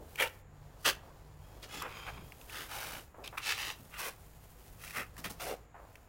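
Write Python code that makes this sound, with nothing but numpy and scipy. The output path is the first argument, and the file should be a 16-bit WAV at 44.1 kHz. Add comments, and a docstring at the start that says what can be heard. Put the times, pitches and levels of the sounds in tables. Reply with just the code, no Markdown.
"""A steel trowel spreads wet concrete outdoors: sand grains striking its edge excite the damped resonances
of the blade in rasping strokes, while single coarse grains snap. Between strokes the flat blade glides
with fine crackle and hiss, and now and then friction makes its edge sing faintly in blurred partials.
Dull bumps of filtered impacts come from the worker shifting about; nearby walls answer with a short
diffuse tail, over low outdoor noise and a far motor of a few harmonic orders."""
import sys
import numpy as np
from scipy import signal
from scipy.fft import rfft, irfft, next_fast_len
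from scipy.io import wavfile
from scipy.ndimage import map_coordinates

SR = 44100
rng = np.random.default_rng(int(sys.argv[2]) if len(sys.argv) > 2 else 0)


def materialize(psi):
    """Save the field psi as 16-bit PCM at rate SR to the path in sys.argv[1].

    A 1-D psi becomes a single channel; in a 2-D psi each row is a channel.
    """
    bounded = np.clip(np.atleast_2d(psi).T, -1, 1)
    quanta = np.round(bounded * 32767).astype(np.int16)
    wavfile.write(sys.argv[1], SR, quanta)


N = 268216

# spectrum of sand under the edge: f/Hz, level/dB
SAND_SPECTRUM = [(300, -7), (1000, 0.5), (2700, -5.5), (3700, -3), (5700, -1), (7000, -4.5), (10000, -2.5),
                 (15000, -3.5)]


def amp(db):
    """Level to amplitude ratio: 20 dB is a factor of ten."""
    return 10 ** (np.asarray(db) / 20)


def unit(x):
    """Normalization to a root-mean-square amplitude of 1."""
    return x / np.sqrt(np.mean(x ** 2) + 1e-20)


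def along(points, hz):
    """Linear interpolation of (f/Hz, value) points on a logarithmic frequency axis."""
    f, value = np.transpose(points)
    return np.interp(np.log(hz + 1), np.log(f + 1), value)


def wobble(rate, size):
    """Band-limited random modulation: a spline through `rate` normal deviates a second."""
    knots = rng.standard_normal(int(size * rate / SR) + 4)
    return map_coordinates(knots, [np.arange(size) * rate / SR])


def filtered(x, response):
    """Linear filtering: the spectrum of x times a response of frequency."""
    m = next_fast_len(len(x) + 8192)  # zero padding leaves room for the filter to ring
    return irfft(rfft(x, m) * response(np.fft.rfftfreq(m, 1 / SR)), m)[:len(x)]


def hump(hz, centre_hz, octaves):
    """Gaussian band-pass on a logarithmic frequency axis, its standard deviation in octaves."""
    return np.exp(-.5 * (np.log2((hz + 1) / centre_hz) / octaves) ** 2)


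def add(track, s, sound):
    """Superposition: mix a sound into the track at time s."""
    part = track[max(round(s * SR), 0):][:len(sound)]
    part += sound[:len(part)]


def swell(t, rise, hold, fade):
    """Contact envelope: linear rise, hold, then exponential decay of 20 dB per `fade` seconds."""
    decay_db = -20 * np.maximum(t - rise - hold, 0) / fade
    return np.clip(t / max(rise, 1e-3), 0, 1) * amp(decay_db)


def sand(size, rate, spread_db, smooth_db):
    """Granular friction: random impacts of scattered grain sizes over the smooth noise of the fines."""
    hit = rng.random(size) < rate / SR  # rate in impacts per second
    size_db = spread_db * np.minimum(rng.standard_normal(size), 2) * 20 / 20
    grains = hit * rng.choice([-1, 1], size) * amp(size_db)
    return unit(unit(grains) + amp(smooth_db) * rng.standard_normal(size))


def blade(hz, direct=1.0):
    """Modal response: direct sound plus resonances of the blade, broad because the wet paste damps them."""
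    # resonances of the steel blade: f/Hz, bandwidth/Hz, level/dB
    modes = [(500, 160, -3), (800, 56, 0), (1190, 140, -3), (2630, 300, -2.5), (4080, 110, -17.5),
             (5950, 300, -11)]
    return direct + sum(amp(db) * 1j * hz * width / (centre * centre - hz * hz + 1j * hz * width)
                        for centre, width, db in modes)


def rumble(low_db=-57, ebb_db_per_s=.5, far_db=-67, far_hz=600, far_octaves=1.22, thin_db=-77, thin_hz=7000):
    """Shaped random noise: a swelling low rumble, a faint far wash and a thin steady hiss."""
    # spectrum of the rumble: f/Hz, level/dB
    rumble_spectrum = [(15, -8), (30, 0), (55, 0), (75, -0.5), (105, -1.5), (150, -7.5), (220, -16),
                       (500, -22.5), (2000, -41), (16000, -78)]
    # swells of the rumble: t/s, half width/s, rise over the usual level/dB
    gusts = [(2.19, .06, 12.5), (4.72, .05, 3), (5.25, .12, 3)]
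    t = np.arange(N) / SR
    gust_db = sum(db * np.exp(-.5 * ((t - s) / width) ** 2) for s, width, db in gusts)
    level_db = low_db - ebb_db_per_s * t + gust_db
    low = unit(filtered(rng.standard_normal(N), lambda hz: amp(along(rumble_spectrum, hz))))
    far = unit(filtered(rng.standard_normal(N), lambda hz: hump(hz, far_hz, far_octaves)))
    # a narrow band on a flat floor
    thin = unit(filtered(rng.standard_normal(N), lambda hz: hump(hz, thin_hz, 0.072) + 0.24))
    return amp(level_db) * low + amp(far_db) * far + amp(thin_db) * thin


def motor(start_hz=47.8, rise_hz_per_s=0.94, waver_db=3.5):
    """Harmonic orders of a far motor slowly gathering speed; each wavers on the way."""
    # level of the motor: t/s, level/dB
    motor_levels = [(0, -64), (.7, -56.5), (1.6, -55), (2.4, -60.5), (4.2, -64.5), (5.3, -58.5),
                    (6.08, -69.5)]
    # its orders: multiple of the fundamental, level/dB
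    orders = [(1, 0), (2, -5.5), (3, -6)]
    t = np.arange(N) / SR
    times, levels_db = np.transpose(motor_levels)
    phase = 2 * np.pi * np.cumsum(start_hz + rise_hz_per_s * t) / SR
    drone = sum(amp(db + waver_db * wobble(6.5, N)) * np.sin(k * phase) for k, db in orders)
    return amp(np.interp(t, times, levels_db)) * unit(drone)


def walls(x):
    """Diffuse reflection: convolution with decaying noise whose treble dies first."""
    # decay of the tail: f/Hz, time to fall 60 dB/s
    decay_times = [(200, 0.58), (2000, 0.46), (10000, 0.11)]
    hz, t, noise = signal.stft(rng.standard_normal(SR // 2), SR, nperseg=256)
    decay = amp(-60 * t / along(decay_times, hz)[:, None])
    tail = signal.istft(noise * decay, SR, nperseg=256)[1]
    delayed = np.pad(x, (SR // 100, 0))  # 10 ms of travel
    return signal.fftconvolve(delayed, tail / np.linalg.norm(tail))[:N]


def bumps(rise=0.0015, hold=.018, octaves=.8):
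    """Soft contact: low-rate impacts, band-passed to dull scuffs, as the worker moves his weight."""
    # knee board and hand shifting: t/s, fade per 20 dB/s, level/dB, centre f/Hz
    shifts = [(0.0, .09, -53, 400), (1.033, .06, -62, 600), (1.075, .1, -60, 650), (3.143, .08, -57.5, 750),
              (3.182, .13, -48.5, 540), (3.326, .06, -49, 850), (3.792, .08, -52, 115),
              (5.742, .19, -52, 720)]
    out, t = np.zeros(N), np.arange(SR // 3) / SR
    for s, fade, db, centre_hz in shifts:
        impacts = sand(len(t), rate=700, spread_db=2, smooth_db=-6)
        scuff = unit(filtered(impacts, lambda hz: hump(hz, centre_hz, octaves)))
        add(out, s, amp(db) * swell(t, rise, hold, fade) * scuff)
    return out


def sing(blur_rate=270, pitch_rise_hz_per_s=280, gain_db=-1):
    """Friction-driven vibration: the thin edge rings in partials blurred by random modulation."""
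    # singing of the edge: t/s, rise/s, hold/s, fade per 20 dB/s, level before gain_db/dB, starting f/Hz
    tones = [(1.405, .04, .07, .25, -72, 3240), (1.679, .075, 0.048, 0.1, -49.5, 3320),
             (1.882, 0.094, 0.026, .36, -54.5, 3130)]
    # partials of the edge: frequency ratio, level/dB
    partials = [(.78, -13), (1, -7), (1.571, -15), (2.12, -15)]
    out, t = np.zeros(N), np.arange(SR // 2) / SR
    for s, rise, hold, fade, level_db, pitch_hz in tones:
        phase = 2 * np.pi * np.cumsum(pitch_hz + pitch_rise_hz_per_s * t) / SR
        ring = np.zeros(len(t))
        for ratio, db in partials:
            in_phase = wobble(blur_rate * ratio, len(t)) * np.sin(ratio * phase)
            quadrature = wobble(blur_rate * ratio, len(t)) * np.cos(ratio * phase)
            ring += amp(db) * (in_phase + quadrature)
        add(out, s, amp(level_db + gain_db) * swell(t, rise, hold, fade) * unit(ring))
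    return out


def ticks(t60=0.018, rise=0.00081, octaves=0.283, gain_db=1, crack_db=-12):
    """Impulsive excitation: a coarse grain catches, is crushed and flicks the blade."""
    # coarse grains snapping: t/s, peak level before gain_db/dB, pitch f/Hz
    snaps = [(0.157, -33, 2340), (0.222, -21, 2000), (0.274, -33, 3030), (1.822, -28, 1600),
             (2.321, -38, 2150), (2.413, -40, 2660), (2.496, -37, 2500), (3.276, -29.5, 2980),
             (3.578, -29, 2500), (3.941, -39, 2000), (4.838, -35, 1890), (4.878, -34, 2200),
             (4.907, -34.5, 1970), (5.167, -42, 1800), (5.955, -42, 2350)]
    out, t = np.zeros(N), np.arange(SR // 20) / SR
    for s, db, pitch_hz in snaps:
        crush = rng.standard_normal(len(t)) * amp(-60 * t / t60) * np.minimum(t / rise, 1)

        def response(hz):
            crack = amp(crack_db + along(SAND_SPECTRUM, hz))
            return blade(hz) * (hump(hz, pitch_hz, octaves) + crack)

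        tick = filtered(crush, response)
        add(out, s, amp(db + gain_db) * tick / np.abs(tick).max())
    return out


def glide(paste_gain_db=-1.8, arch=0.58):
    """Sliding friction: fine wet crackle over a soft low swish, both following a power of blade speed."""
    # swings with the blade flat: start t/s, end t/s, hiss level/dB, paste level before paste_gain_db/dB
    swings = [(-0.03, .43, -60, -58.5), (.48, 1.45, -70, -59.5), (1.3, 2.524, -64, -57),
              (2.19, 3.13, -57.5, -57.5), (3.12, 4.4, -61, -62.5), (4.15, 5.17, -61.5, -64),
              (5.04, 5.67, -65.5, -57.5), (5.74, 6.102, -69, -65)]
    # spectrum of fines under the flat blade: f/Hz, level/dB
    smear_spectrum = [(300, -14), (1000, -11), (2700, -5), (4000, -8.5), (5700, -8.5), (9000, -6.5),
                      (14000, -4)]
    # spectrum of the wet paste: f/Hz, level/dB
    paste_spectrum = [(150, -1.5), (280, -1.5), (450, 1), (850, -1), (1400, -10.5), (2500, -18),
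                      (5000, -17.5), (16000, -38)]
    t = np.arange(N) / SR
    hiss_gain, paste_gain = np.zeros(N), np.zeros(N)
    for start, end, hiss_db, paste_db in swings:
        speed = np.abs(np.sin(np.pi * np.clip((t - start) / (end - start), 0, 1)))
        swish = speed ** arch
        # overlapping swings add in power
        hiss_gain = np.hypot(hiss_gain, swish * amp(hiss_db))
        paste_gain = np.hypot(paste_gain, swish * amp(paste_db + paste_gain_db))
    drag_db = 1.17 * wobble(35.28, N)
    fines = sand(N, rate=1100, spread_db=6, smooth_db=1.5)
    hiss = unit(filtered(fines, lambda hz: amp(along(smear_spectrum, hz))))
    wet_sand = sand(N, rate=900, spread_db=4.5, smooth_db=1)
    paste = unit(filtered(wet_sand, lambda hz: amp(along(paste_spectrum, hz))))
    return amp(drag_db) * (hiss_gain * hiss + paste_gain * paste)


def scrapes(chatter_db=1.05, chatter_rate=260, clump_db=1.66, slab_share=0.39, flex=0.068, shove_octaves=0.75):
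    """Source and filter: stick-slip sand noise excites the blade, whose tilt sets the pitch of the rasp."""
    # strokes of the edge: t/s, rise/s, hold/s, rasp level/dB, rasp f/Hz, rasp width/octaves,
    # shoved paste level/dB, paste f/Hz, hiss level/dB
    strokes = [(0.172, .038, .025, -30.5, 2050, .5, -33, 580, -37),
               (0.843, .021, .017, -24, 2200, 1, -33, 480, -30.5),
               (1.617, 0.016, .012, -50, 2500, 1.1, -53, 340, -55.5),
               (1.665, .08, .06, -46.5, 1680, 1.3, -49.5, 210, -51.5),
               (1.816, .002, .05, -41.5, 1310, .65, -46, 420, -70),
               (1.86, 0.047, .3, -50, 1400, 0.97, -59, 600, -61.5),
               (2.052, .018, 0.02, -44.5, 1200, .95, -51, 800, -58),
               (2.46, .1, .075, -45.5, 1800, 0.98, -56.5, 340, -48),
               (2.67, .065, .255, -43.5, 1450, 1.05, -50.5, 300, -44),
               (3.235, .007, .026, -47.5, 2750, .8, -60, 200, -57),
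               (3.369, 0.0087, .003, -40.5, 1700, .68, -56, 330, -46.5),
               (3.4, .09, .036, -33.5, 2350, 1.05, -56, 390, -43),
               (3.553, .045, .11, -39, 2300, 0.95, -51, 450, -46),
               (3.905, .04, .03, -49, 1780, .66, -66, 500, -57.5),
               (3.965, .034, .088, -42, 1520, .8, -47, 560, -41.5),
               (4.77, .07, .12, -55, 1970, 0.61, -63, 240, -50),
               (4.928, .042, .036, -36.5, 1640, .58, -44.5, 250, -43.5),
               (5.176, .005, .009, -55, 1600, 0.62, -48, 218, -46.5),
               (5.239, .005, .015, -39.5, 1700, .95, -45, 210, -43),
               (5.295, 0.0051, .012, -58, 1100, .6, -49, 230, -44.5),
               (5.392, .013, .122, -44.5, 1300, 1.2, -36, 460, -45)]
    lead_s = .15  # room for the skim before the bite
    sag_db_per_s = 25  # the pressure eases as the arm stretches out
    lift_s, lift_per_rise = 0.04, .38  # fade per 20 dB; an edge set down gently also lifts gently
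    dig_in, pile_up = .3, 1.1  # exponents: slow first hold of the edge, growth of the heap ahead
    skim_db, skim_s = -17.5, 0.03  # the edge skims lightly before it bites and after it lifts
    out, size = np.zeros(N), 2 * SR // 3
    t = np.arange(size) / SR - lead_s

    def grit(chatter):
        clumps = clump_db * wobble(chatter_rate, size)
        return amp(chatter + clumps) * sand(size, rate=4500, spread_db=5.0, smooth_db=-4.5)

    for s, rise, hold, rasp_db, rasp_hz, octaves, shove_db, shove_hz, hiss_db in strokes:
        pressure = swell(t, rise, hold, lift_s + lift_per_rise * rise)
        pressure = pressure * amp(-sag_db_per_s * np.maximum(t - rise, 0))
        pressure = pressure * np.clip(t / rise, 0, 1) ** dig_in
        skim = amp(skim_db) * np.exp(-np.abs(t - np.clip(t, rise, rise + hold)) / skim_s)
        heap = np.clip(t / (rise + hold), 0, 1) ** pile_up
        # the whole edge sticks and slips unevenly, and the sand passes it in clumps
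        chatter = chatter_db * wobble(chatter_rate, size)
        # the slab mirrors the sound with a delay (s) that changes from place to place
        delay = rng.uniform(0.0006, 0.0024)
        # each stroke bends the blade differently, which shifts its resonances
        bend = np.exp(flex * rng.standard_normal())

        def steel(hz):
            return blade(hz * bend) * (1 + slab_share * np.exp(-2j * np.pi * hz * delay))

        rasp = unit(filtered(grit(chatter), lambda hz: steel(hz) * hump(hz, rasp_hz, octaves)))
        shove = unit(filtered(grit(chatter), lambda hz: steel(hz) * hump(hz, shove_hz, shove_octaves)))
        # the hiss leaves the contact directly, so the blade colours it less
        hiss = unit(filtered(grit(chatter), lambda hz: steel(hz) ** .5 * amp(along(SAND_SPECTRUM, hz))))
        bite = pressure * (amp(rasp_db) * rasp + amp(shove_db) * heap * shove)
        add(out, s - lead_s, bite + np.hypot(pressure, skim) * amp(hiss_db) * hiss)
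    return out


def scene(wall_db=-25.5):
    """Superposition of trowel and worker, their wall reflections and the outdoor background."""
    work = scrapes() + glide() + ticks() + sing() + bumps()
    return (work + amp(wall_db) * walls(work) + rumble() + motor())[None]


def record(dry, top_hz=15900):
    """Band limitation: an ideal low-pass removes everything from top_hz upwards."""
    return np.array([filtered(channel, lambda hz: hz < top_hz) for channel in dry])


dry = scene()
out = record(dry)
materialize(out)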